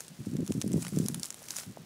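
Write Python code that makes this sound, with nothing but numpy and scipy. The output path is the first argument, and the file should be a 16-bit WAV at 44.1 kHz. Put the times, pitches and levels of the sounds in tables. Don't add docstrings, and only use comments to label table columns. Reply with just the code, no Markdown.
import sys
import numpy as np
from scipy import signal
from scipy.fft import rfft, irfft
from scipy.io import wavfile
from scipy.ndimage import uniform_filter1d

SR = 44100
rng = np.random.default_rng(int(sys.argv[2]) if len(sys.argv) > 2 else 0)


def generate_wav(signal):
    frames = np.transpose(np.atleast_2d(signal))
    scaled = np.clip(frames, -1, 1) * 32767
    pcm = np.round(scaled).astype(np.int16)
    wavfile.write(sys.argv[1], SR, pcm)


N = 81585
TIME = np.arange(N) / SR


def from_db(db):
    return 10 ** (np.asarray(db) / 20)


def unit_rms(x):
    return x / np.sqrt(np.mean(x ** 2) + 1e-20)


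def eq_gain(colour, hz):
    points_hz, points_db = np.transpose(colour)
    return from_db(np.interp(np.log(hz), np.log(points_hz), points_db))


def band(x, edges_hz, order=2):
    return signal.sosfilt(signal.butter(order, edges_hz, "band", fs=SR, output="sos"), x + 1e-18)


def noise(colour):
    hz = np.maximum(np.fft.rfftfreq(N, 1 / SR), 1)
    return unit_rms(irfft(rfft(rng.standard_normal(N)) * eq_gain(colour, hz), N))


def drift(rate_hz):
    hz = np.fft.rfftfreq(N, 1 / SR)
    return unit_rms(irfft(rfft(rng.standard_normal(N)) / (1 + (hz / rate_hz) ** 2), N))


def resonance(x, hz, width_hz):
    r = np.exp(-np.pi * width_hz / SR)
    feedback = [1, -2 * r * np.cos(2 * np.pi * hz / SR), r * r]
    return signal.lfilter(np.array([1, 0, -1]) * (1 - r * r) / 2, feedback, x + 1e-18)


def levelled(x, window_s=0.013):
    size = int(window_s * SR)
    return x / np.sqrt(uniform_filter1d(uniform_filter1d(x * x, size), size) + 1e-9)


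# frequency_hz, gain_db
RIVER_EQ = [(40, 7), (140, -4), (300, 3.5), (550, -0.5), (1100, -7.5), (2500, -8), (6000, -11.5),
            (10500, -22), (15500, -18)]


def river():
    return from_db(-57) * noise(RIVER_EQ)


# frequency_hz, gain_db
WIND_EQ = [(40, -16), (90, -2.5), (170, 5), (260, 0), (350, -11.5), (500, -31), (800, -50.5)]
# start_s, hold_s, level_db
GUSTS = [(0.105, 0.028, -53), (0.193, 0.021, -40), (0.265, 0.026, -38.5), (0.321, 0.031, -37),
         (0.384, 0.047, -34.5), (0.489, 0.021, -36.5), (0.553, 0.028, -34.5), (0.639, 0.042, -38),
         (0.701, 0.078, -32), (0.813, .065, -40.5), (0.925, 0.058, -35.5), (1.011, 0.046, -37),
         (1.093, 0.095, -41.5), (1.669, 0.032, -45), (1.792, 0.023, -50.5)]


def wind():
    attack_s, release_s = 0.0039, 0.019
    breeze_db, strong_gust_db, eddy_growth = -63.5, -30, 2.06
    power = from_db(breeze_db) ** 2
    for start_s, hold_s, level_db in GUSTS:
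        fade_in = (np.maximum(start_s - TIME, 0) / attack_s) ** 2
        fade_out = np.maximum(TIME - start_s - hold_s, 0) / release_s
        power = power + (from_db(level_db) * np.exp(-np.minimum(fade_in + fade_out, 20))) ** 2
    gust_db = 10 * np.log10(power)
    lumps = from_db(3 * np.clip(drift(rate_hz=89), -2, 2))
    rumble = from_db(gust_db - 4) * levelled(noise(WIND_EQ))
    eddy_gain = from_db(-36.5 + eddy_growth * (gust_db - strong_gust_db)) * lumps
    eddies = levelled(unit_rms(band(rng.standard_normal(N), edges_hz=(240, 391), order=3)))
    pressure = lumps * (rumble + eddy_gain * eddies)
    boom = from_db(2.5) * resonance(pressure, hz=142.5, width_hz=104)
    return pressure + boom


# centre_s, peak_db, pulse_width_s
EDDY_HITS = [(0.27, -26.5, 0.00061), (0.353, -22.5, 0.00064), (0.394, -23, .0006), (0.507, -18, 0.00056),
             (.565, -25.5, 0.00098), (.643, -23.5, 0.00049), (.663, -20.5, 0.0007), (0.742, -18, 0.00053),
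             (0.7596, -15.5, 0.00066), (0.972, -17.5, 0.00055), (1.001, -16.5, 0.00068),
             (1.056, -28, 0.0006), (1.1, -26.5, 0.00066)]


def thumps():
    out = 0
    for centre_s, peak_db, pulse_width_s in EDDY_HITS:
        phase = (TIME - centre_s) / pulse_width_s
        pulse = -phase * np.exp(-np.minimum(phase ** 2 / 2, 20))
        pitch_hz = 181 * (1 + rng.uniform(-0.088, 0.088))
        knock = resonance(pulse, pitch_hz, width_hz=97)
        out = out + from_db(peak_db) * knock / np.abs(knock).max()
    return out


# start_s, level_db, pitch_hz
AIR_POCKETS = [(1.4200, -40.5, 625), (1.7719, -31.5, 646)]


def plops():
    out, rise_s = 0, 0.00067
    for start_s, level_db, pitch_hz in AIR_POCKETS:
        age = np.maximum(TIME - start_s, 0)
        envelope = age / rise_s * np.exp(1 - age / rise_s)
        out = out + from_db(level_db) * envelope * np.sin(2 * np.pi * pitch_hz * age)
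    return out


# frequency_hz, gain_db
CRACKLE_EQ = [(400, -6), (900, 0), (1500, -0.5), (2500, -8), (4000, -3.5), (5600, 2.5), (8000, 3),
              (10500, 2.5), (13500, -16), (15500, -2)]
# time_s, level_db
GRIND_SWELLS = [(0, -55.5), (.11, -64.5), (.28, -60.5), (.4, -67), (.52, -56.5), (.7, -62.5), (.82, -49.5),
                (.91, -56.5), (.98, -51), (1.21, -58), (1.255, -48.5), (1.31, -61), (1.49, -55.5),
                (1.517, -47), (1.55, -50), (1.585, -42.5), (1.632, -52.5), (1.68, -62), (1.85, -71.5)]


def grinding():
    grains_per_s, spread_db, ring_cycles = 1300, 4, 3.6
    level_db = np.interp(TIME, *np.transpose(GRIND_SWELLS))
    density = from_db(.5 * (level_db - level_db.mean()))
    onsets = rng.random(N) < grains_per_s * density / SR
    sizes = from_db(spread_db * np.minimum(rng.exponential(1, N), 4)) * rng.choice([-1, 1], N)
    clicks = onsets * sizes / np.sqrt(density)
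    pitches_hz = np.linspace(1300, 11500, 14)
    pitch_index = rng.integers(0, len(pitches_hz), N)
    grains = 0
    for k, hz in enumerate(pitches_hz):
        ticks = resonance(clicks * (pitch_index == k), hz, width_hz=2 * hz / ring_cycles)
        grains = grains + eq_gain(CRACKLE_EQ, hz) / np.sqrt(hz) * ticks
    crackle = from_db(1.5) * unit_rms(band(grains, edges_hz=(1060, 16000)))
    fizz = from_db(0.46) * noise(CRACKLE_EQ)
    return from_db(level_db) * (crackle + fizz)


# start_s, level_db, ring_hz, body_trim_db
ICE_SNAPS = [(.0057,-30.5,6500,-9.5), (0.0812,-38.5,8800,-11), (0.3673,-40,7250,-4.5), (.406,-44,8300,-8),
             (.464,-39,9400,-9), (0.4772,-31,5600,-12.5), (0.521,-27,6800,-11), (0.6151,-25.5,6200,-6),
             (.6205,-30,6230,-7), (0.6779,-35.5,10300,-15), (.718,-38.5,9700,-6.5), (.731,-32.5,7500,-17),
             (0.735,-33.5,8600,-13), (0.8226,-32,7340,-13), (.8268,-32,7600,-7.5), (0.8493,-34.5,6500,-1.5),
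             (0.8668,-35,7350,1), (0.8815,-32,10600,-8), (0.89,-37,9400,-15), (0.962,-35,8800,-21),
             (0.9875,-28,7640,-18), (1.0614,-27.5,5140,-19), (1.0846,-21,10200,-14.5),
             (1.1446,-24.5,9800,-9.5), (1.1969,-31.5,9050,-20), (1.232,-22,5340,-17), (1.243,-33,7100,-7),
             (1.2569,-29.5,7600,-22), (1.3046,-25,6650,-18), (1.3261,-38,7300,-12),
             (1.3434,-34.5,10900,-10.5), (1.485,-33.5,6350,-7.5), (1.5063,-25,5650,-12.5),
             (1.561,-33,5800,-26), (1.5661,-26,6240,-18), (1.585,-30,7900,-4.5), (1.6331,-45.5,6060,5)]


def ice_snaps():
    lead_s, lead_fade_s, rise_s, crumble_s = .003, 0.0022, 0.00016, 0.0051
    out = np.zeros(N + SR)
    t = TIME[:SR // 25] - lead_s
    age = np.maximum(t, 0)
    attack = (1 - np.exp(-age / rise_s)) ** 2
    crumble = from_db(-22) * np.exp(-age / crumble_s)
    fractures = from_db(-24.5) * np.exp(-np.abs(t) / lead_fade_s)
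    trim = np.sqrt(.004 * SR / len(t))
    for start_s, level_db, ring_hz, body_trim_db in ICE_SNAPS:
        decay_s = 0.00031 + 0.0016 * from_db(body_trim_db)
        envelope = attack * (np.exp(-age / decay_s) + crumble) + fractures
        envelope[int((lead_s + rise_s) * SR)] += from_db(5)
        bursts = rng.choice([-1, 1], (3, len(t))) * envelope
        ring = from_db(-11) * unit_rms(resonance(bursts[0], ring_hz, width_hz=800))
        splinters = from_db(-10) * unit_rms(band(bursts[1], edges_hz=(5380, 10800)))
        body = from_db(body_trim_db - 5) * unit_rms(band(bursts[2], edges_hz=(400, 4760)))
        first = max(int((start_s - lead_s) * SR), 0)
        out[first:first + len(t)] += from_db(level_db) * trim * (ring + splinters + body)
    return out[:N]


def scene():
    return (ice_snaps() + grinding() + plops() + wind() + thumps() + river())[None]


def record(dry):
    low_cut_hz, high_cut_hz = 74, 15600
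    thinned = signal.sosfilt(signal.butter(3, low_cut_hz, "high", fs=SR, output="sos"), dry)
    return signal.sosfilt(signal.ellip(10, .2, 80, high_cut_hz, fs=SR, output="sos"), thinned)


dry = scene()
out = record(dry)
generate_wav(out)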